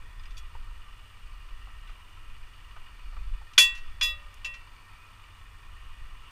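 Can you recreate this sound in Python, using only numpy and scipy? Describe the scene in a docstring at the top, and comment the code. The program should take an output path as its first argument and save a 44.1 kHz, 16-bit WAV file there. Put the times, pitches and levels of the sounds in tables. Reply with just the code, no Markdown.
"""High in a snowy tree, close to the microphone, a steel handle swings three times against a heavy crane hook,
each blow softer: decaying modes under a dense clatter, with a thin tail off the trunks and crane. Light taps
wake single handle modes as short rings and gloves knock dully as low rings in rough noise. Far below a diesel
idles, noise puffs through panel resonances; wind noise rumbles on the microphone in gusts and surges. The
camera adds its own shaped hiss and a thin whine gated to a buzz."""
import sys
import numpy as np
from scipy import signal
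from scipy.fft import rfft, irfft
from scipy.io import wavfile
from scipy.ndimage import uniform_filter1d

SR = 44100
rng = np.random.default_rng(int(sys.argv[2]) if len(sys.argv) > 2 else 0)


def boost(x):
    """Linear amplitude factor 10**(x/20) for a level x in decibels (scalar or array-like)."""
    u = np.asarray(x, float) / 20
    return 10 ** u


def to_wav(sig):
    """Store sig (one row per channel, or 1-D mono) as 16-bit WAV at the path in sys.argv[1].

    Samples outside -1..1 are clipped; the rate is SR.
    """
    pcm = np.clip(np.atleast_2d(sig), -1, 1) * 32767
    pcm = np.round(pcm).astype(np.int16)
    wavfile.write(sys.argv[1], SR, pcm.T)  # frames by channels


N = 278264
T = np.arange(N) / SR

# Blows of the handle on the hook:
# (time [s], level [dB], sideways modes [dB], highest pitch the contact reaches [Hz], push [s])
BLOWS = [(3.578, 1, -1.5, 20000, .002), (4.012, -8, -13, 19800, 0.0073),
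         (4.446, -16.5, -10.5, 3010, .00079)]
# What follows each blow: (delay of the second contact, which wakes the treble [s], free ring [s],
# t60 once the hand closes [s], share of the twin mode [ratio, negative if opposed], hook t60 [s])
AFTER_BLOW = [(0.0055, 0.057, 0.62, -1, .17), (0.012, .1, 0.3, -0.0057, 0.97),
              (.011, 0.1, 0.44, 0.29, 0.56)]
# Pitches of the handle modes: (pitch [Hz])
HANDLE_HZ = [1010, 1184, 1588, 1803, 1908, 2345, 2471, 2697, 3140, 3402, 3553, 3849, 3984, 4196, 4592, 4969,
             5125, 5665, 5820, 6462, 6837, 7135, 7615, 8630, 8760, 9437, 10070, 10310, 11880, 13010, 14380]
# The same modes, before the treble is lengthened: (t60 [s], level in a full blow [dB])
HANDLE_RING = [(0.3, -35.5), (.73, -42.5), (0.17, -31.5), (0.29, -26.5), (0.97, -27.5), (.095, -39.5),
               (.22, -30.5), (.6, -14.5), (.2, -46), (0.34, -8), (.24, -43.5), (0.73, -33), (0.28, -37),
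               (0.29, -35.5), (0.27, -20), (0.24, -28), (.18, -38), (.061, -20), (.32, -45), (0.2, -24.5),
               (.086, -23.5), (0.16, -29.5), (0.41, -30.5), (.3, -41), (0.184, -34), (0.12, -23),
               (.14, -25.5), (0.17, -35.5), (0.3, -38), (.25, -35.5), (.14, -36.5)]
# Body modes of the hook: (pitch [Hz], level in a full blow [dB])
HOOK = [(227, -49.5), (579, -34), (1220, -47.5)]
# Modes that a slanting blow favours: (pitch [Hz])
SIDEWAYS_HZ = [227, 579, 1184, 1588, 1803, 3140, 3984, 4196, 4592, 6462, 7615, 9437, 10070, 10310, 14380]
# Modes that a slanting blow mostly misses: (pitch [Hz])
HEAD_ON_HZ = [1220, 2471, 3849, 4969, 5125]
# Light taps that wake one mode of the handle: (time [s], pitch [Hz], level [dB], t60 [s])
TAPS = [(.195, 4950, -51.5, .05), (.254, 4940, -52, .05), (.368, 4592, -47.5, 0.083),
        (0.373, 2480, -49, .1), (.379, 3370, -49.5, 0.2), (4.458, 4969, -46, 0.066)]
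# Metal contacts that set off the clatter:
# (time [s], rms level of the modes [dB], brightness [dB per octave], t60 [s])
CONTACTS = [(.195, -49, -14, .06), (.234, -50, -6, .05), (.254, -48, -11, .089), (0.306, -49, -9, .1),
            (.369, -43.5, -3, 0.038), (.377, -44, 1, .088), (1.873, -49.5, -14.5, 0.37),
            (3.534, -42.5, -6, .05), (3.579, -3.5, -7, 0.049), (3.585, -15, -0.1, 0.28),
            (3.750, -46, -3, 0.2), (3.775, -46.5, -6, .19), (4.011, -20, -8, 0.065), (4.027, -28, 0, .21),
            (4.341, -47, 7, .023), (4.446, -32, -6.5, 0.12), (4.458, -47, 0, 0.1),
            (4.539, -42.5, -11, 0.27)]
# Relative colour of the clatter: (pitch [Hz], level [dB per Hz])
CLATTER_COLOUR = [(150, -67), (600, -27.5), (1200, -18), (2100, -4.5), (2900, 8.5), (4200, 0), (6500, -1),
                  (10000, -9.5), (15500, -18.5)]
# Dull knocks of glove and sling: (time [s], peak level [dB], pitch [Hz])
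KNOCKS = [(0.551, -40, 920), (1.671, -44, 1150), (1.894, -43.5, 1250), (2.764, -36.5, 1224),
          (3.127, -43.5, 1310), (3.167, -40, 1190), (3.415, -42, 1210)]
# Diesel panel resonances as heard from afar: (pitch [Hz], width [Hz], relative level [dB])
DIESEL_PANELS = [(1005, 97, -5.5), (1090, 110, -2.5), (1183, 25.7, 2.5), (1309, 33, 3.5), (1839.5, 40, 2.5),
                 (1944, 30, 0.5), (2340, 144, -3), (2465, 100, -1), (2883, 278, -1), (3425, 110, -6),
                 (3550, 74, -5.5), (4460, 370, -15.5)]
# Loudness of the panels: (time [s], level [dB])
DIESEL_LEVEL = [(0, -56), (2, -56), (4, -55), (5.5, -55.5), (6.31, -53.5)]
# Firing strength of each of the eight cylinders, before scatter: (relative level [dB])
CYLINDERS = [-7, 0.2, -6.5, 3.5, -2.5, 1.7, 2, -8.5]
# Gusts, before the surges: (time [s], level [dB])
GUSTS = [(0.0, -32.5), (0.14, -41.5), (0.67, -37), (1.0, -45.5), (1.6, -37), (2.71, -45), (2.78, -37.5),
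         (3.18, -33.5), (3.32, -30), (3.48, -41), (4.02, -35), (5.11, -51), (5.8, -41.5), (6.31, -49.5)]
# Relative colour of the wind: (pitch [Hz], level [dB per Hz])
WIND_COLOUR = [(5.9, -35.5), (10, 3), (35, -2.5), (51, -9.5), (70, -17.5), (103, -23.5), (182, -52.5),
               (260, -45), (340, -79.5), (570, -120)]
# Relative colour of the camera hiss: (pitch [Hz], level [dB per Hz])
HISS_COLOUR = [(100, 0), (300, -4), (600, -8), (1500, -1), (2200, -7), (4000, -12.5), (7000, -17),
               (11000, -21), (15500, -22.5)]
# Dips of the camera housing: (pitch [Hz], width [Hz], gain [dB])
HOUSING_DIPS = [(1667, 160, -5.5), (2187, 174, -7.5), (3070, 230, -7.5), (3723, 360, -14)]

TREBLE_HZ, TREBLE_LONGER = 6000, 1.1  # modes above this pitch ring longer by this ratio
HEAD_ON_GAIN = 0.73  # dB won head-on per dB lost sideways
SOFT_CUT_DB = -21  # loss above a soft contact's reach
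TWIN_HZ, TWIN_SPLIT_HZ, TWIN_T60_S = 2697, 4.73, 0.28
GRIP_SLOPE = 0.55  # the hand's loss grows as pitch to this power
KNOCK_T60_S = 0.032
FIRING_HZ = 46.3  # mean rate, all cylinders together
FRAME_HZ = 59.94
TOP_HZ = 15350  # upper limit of the clatter's random modes and of the microphone


def curve(rows):
    """Straight lines between (time [s], value) rows."""
    return np.interp(T, *np.transpose(rows))


def unit(x):
    """Scale to rms 1."""
    return x / np.sqrt(np.mean(x ** 2))


def coloured(rows, count, tilt_db=0.):
    """Noise of rms 1 with a (pitch [Hz], level [dB]) spectrum, tilted per octave about 3 kHz."""
    octave = np.log2(np.fft.rfftfreq(count, 1 / SR) + 1)
    hz, db = np.transpose(rows)
    shape_db = np.interp(octave, np.log2(hz), db) + tilt_db * (octave - np.log2(3000))
    spectrum = rfft(rng.standard_normal(count)) * boost(shape_db)
    return unit(irfft(spectrum, count))


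def band(x, hz, width):
    """A resonance applied twice, so the valleys stay dark."""
    b, a = signal.iirpeak(hz, hz / width, SR)
    return signal.lfilter(b, a, signal.lfilter(b, a, x))


def walk(rate):
    """Random levels of rms 1, held 1 / rate s and slewed twice."""
    hold = int(SR / rate)
    steps = np.repeat(rng.standard_normal(N // hold + 1), hold)
    slewed = uniform_filter1d(uniform_filter1d(steps, hold), hold)
    return unit(slewed[:N])


def add(out, start, x):
    """Mix x in from the time start."""
    i = int(start * SR)
    out[i:i + len(x)] += x[:N - i]


def ring(hz, db, t60, rise=0.00062):
    """One second of a decaying mode; the push takes a moment."""
    t = T[:SR]
    envelope = boost(db - 60 * t / t60) * (1 - np.exp(-t / rise))
    return envelope * np.sin(2 * np.pi * hz * t)


def blows():
    """Each blow rings handle and hook by its strength, slant and softness; a split pair beats slowly."""
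    out, loss_db = np.zeros(N), grip()
    for (s, *blow, push), (second, _, _, twin, hook_t60) in zip(BLOWS, AFTER_BLOW):
        for m, (hz, (t60, full_db)) in enumerate(zip(HANDLE_HZ, HANDLE_RING)):
            start = s
            if hz > TREBLE_HZ:
                start, t60 = s + second, t60 * TREBLE_LONGER
            db = full_db + share_db(hz, *blow)
            mode = ring(hz, db, t60, push)
            if abs(hz - TWIN_HZ) < 99:
                mode = mode + twin * ring(hz + TWIN_SPLIT_HZ, db, TWIN_T60_S, push)
            # neighbouring modes start in opposite directions
            mode = (-1) ** m * mode
            hand = held(loss_db, start, count=SR) ** ((hz / 3000) ** GRIP_SLOPE)
            add(out, start, mode * hand)
        for hz, full_db in HOOK:
            add(out, s, ring(hz, full_db + share_db(hz, *blow), hook_t60, rise=0.0057))
    return out


def share_db(hz, db, sideways_db, reach_hz):
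    """How much of a blow goes into one mode, by the way it bends and by how high the contact reaches."""
    def among(modes):
        """Whether the mode lies within 15 Hz of one listed."""
        return min(abs(hz - f) for f in modes) < 15

    slant = among(SIDEWAYS_HZ) - HEAD_ON_GAIN * among(HEAD_ON_HZ)
    beyond = 1 / (1 + (reach_hz / hz) ** 24)
    return db + sideways_db * slant + SOFT_CUT_DB * beyond


def grip():
    """Running loss in dB from a hand that lets the handle ring a moment after each blow, then closes a while."""
    rate_db = np.zeros(N)  # dB per second
    for (s, *_), (_, free, t60, _, _) in zip(BLOWS, AFTER_BLOW):
        closed = (T > s + free) & (T < s + free + .25)
        rate_db += 60 / t60 * closed
    return -np.cumsum(rate_db) / SR


def held(loss_db, s, count):
    """Gain the hand leaves to something that starts ringing at s."""
    db = loss_db[int(s * SR):][:count]
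    return boost(db - db[0])


def clatter():
    """Hundreds of small modes, the handle's among them, newly shared out at each contact, over scrape noise."""
    out, loss_db = np.zeros(N), grip()
    t = T[:SR // 3]
    hz = np.append(rng.uniform(1100, TOP_HZ, size=220), HANDLE_HZ)
    phase, fade = rng.random((2, len(hz), 1))
    # each mode has its own extra decay, up to 150 dB per second
    bank = np.sin(2 * np.pi * (hz[:, None] * t + phase)) * boost(-150 * fade * t)
    colour_hz, colour = np.transpose(CLATTER_COLOUR)
    colour_db = np.interp(np.log(hz), np.log(colour_hz), colour)
    colour_db[-len(HANDLE_HZ):] += 4.  # the handle's modes stand out
    for s, db, tilt_db, t60 in CONTACTS:
        scatter_db = 3. * rng.standard_normal(len(hz))
        share = boost(colour_db + tilt_db * np.log2(hz / 3000) + scatter_db)
        modes = share @ bank / np.sqrt(np.sum(share ** 2) / 2)
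        scrape = 0.393 * coloured(CLATTER_COLOUR, len(t), tilt_db)
        envelope = boost(db - 60 * t / t60) * (1 - np.exp(-t / 0.00127))
        # small modes feel the hand more
        hand = held(loss_db, s, count=len(t)) ** 2.1
        add(out, s, (modes + scrape) * envelope * hand)
    return out


def light_taps():
    """Each light tap wakes one mode of the handle as a short decaying ring."""
    out = np.zeros(N)
    for s, hz, db, t60 in TAPS:
        add(out, s, ring(hz, db, t60))
    return out


def trees(x):
    """Trunks and the crane scatter the metal back: a dull, thin tail."""
    t = T[:SR]
    colour = [(300, -20.5), (1000, 4), (4000, -11.5), (9000, -21.0)]  # (pitch [Hz], level [dB])
    decay = boost(-64.5 - 60 * t / 0.85)
    tail = coloured(colour, SR) * decay * (t > .02)  # nothing returns in the first 20 ms
    return signal.fftconvolve(x, tail)[:N]


def knocks():
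    """Soft contacts of glove and sling: a low short ring with some rough noise around it."""
    out = np.zeros(N)
    for s, db, hz in KNOCKS:
        noise = unit(band(rng.standard_normal(SR), hz * 0.86, 1130.0))
        rough = noise * boost(db - 7.0 - 60 * T[:SR] / (2.14 * KNOCK_T60_S))
        add(out, s, ring(hz, db, KNOCK_T60_S) + rough)
    return out


def diesel():
    """Each firing shakes the panels with a puff of noise; the eight cylinders differ, so it lopes."""
    cycle = np.cumsum(FIRING_HZ * (1 + 0.0053 * walk(1.5))) / SR
    firing = cycle.astype(int)
    scatter_db = 2.2 * rng.standard_normal(N // 500)[firing]  # per firing
    strength = boost(np.array(CYLINDERS)[firing % 8] + scatter_db)
    puffs = 1.08 + strength * np.exp(-(cycle % 1) / 0.3)
    drive = uniform_filter1d(puffs, 60) * rng.standard_normal(N)
    panels = np.zeros(N)
    for hz, width, db in DIESEL_PANELS:
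        # each pass is wider, as two passes narrow the resonance
        panels += boost(db + 1.6 * walk(4.03)) * band(drive, hz, 1.56 * width)
    exhaust = unit(band(rng.standard_normal(N), 91.5, 28.4)) * boost(-61.5 + 0.97 * walk(7.2))
    return unit(panels) * boost(curve(DIESEL_LEVEL)) + exhaust


def wind():
    """Slow pressure swings on the microphone; gusts lift the deepest part most, and it buffets in surges."""
    air = coloured(WIND_COLOUR, N)
    deep = signal.sosfiltfilt(signal.butter(2, 55, fs=SR, output="sos"), air)
    gust_db = curve(GUSTS)
    rest_db = -41.0 + .3 * (gust_db + 43.5)
    surge_db = 3. * walk(5)
    return (deep * boost(gust_db) + (air - deep) * boost(rest_db)) * boost(surge_db)


def camera():
    """Broad hiss, and a thin whine that is switched on afresh for part of every frame."""
    frame = T * FRAME_HZ + 0.42
    on = uniform_filter1d((frame % 1 < .44).astype(float), 30)
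    phase, detune = rng.random((N // 500, 2))[frame.astype(int)].T  # per frame
    whine_hz = 8560 + 30 * (detune - .5)
    whine = np.sin(2 * np.pi * (whine_hz * T + phase))
    return coloured(HISS_COLOUR, N) * boost(-61) + whine * on * boost(-69.5)


def housing(x):
    """Narrow dips that everything outside the camera passes through."""
    for hz, width, db in HOUSING_DIPS:
        resonance = signal.lfilter(*signal.iirpeak(hz, hz / width, SR), x)
        x = x - (1 - boost(db)) * resonance
    return x


def scene():
    """All sources, near and far, in one channel."""
    metal = blows() + light_taps() + clatter()
    outside = metal + trees(metal) + knocks() + diesel() + wind()
    return (housing(outside) + camera())[None]


def band_limit(x):
    """A steep low-pass at the top of the band."""
    return signal.sosfilt(signal.butter(12, 16510, fs=SR, output="sos"), x)


def record(dry):
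    """The microphone rounds the loudest peak and cuts the top."""
    rounded = np.tanh(.6 * dry) / .6
    top_cut = signal.ellip(8, .2, 60, TOP_HZ, fs=SR, output="sos")
    mix = signal.sosfilt(top_cut, rounded)
    return band_limit(mix)


dry = scene()
out = record(dry)
to_wav(out)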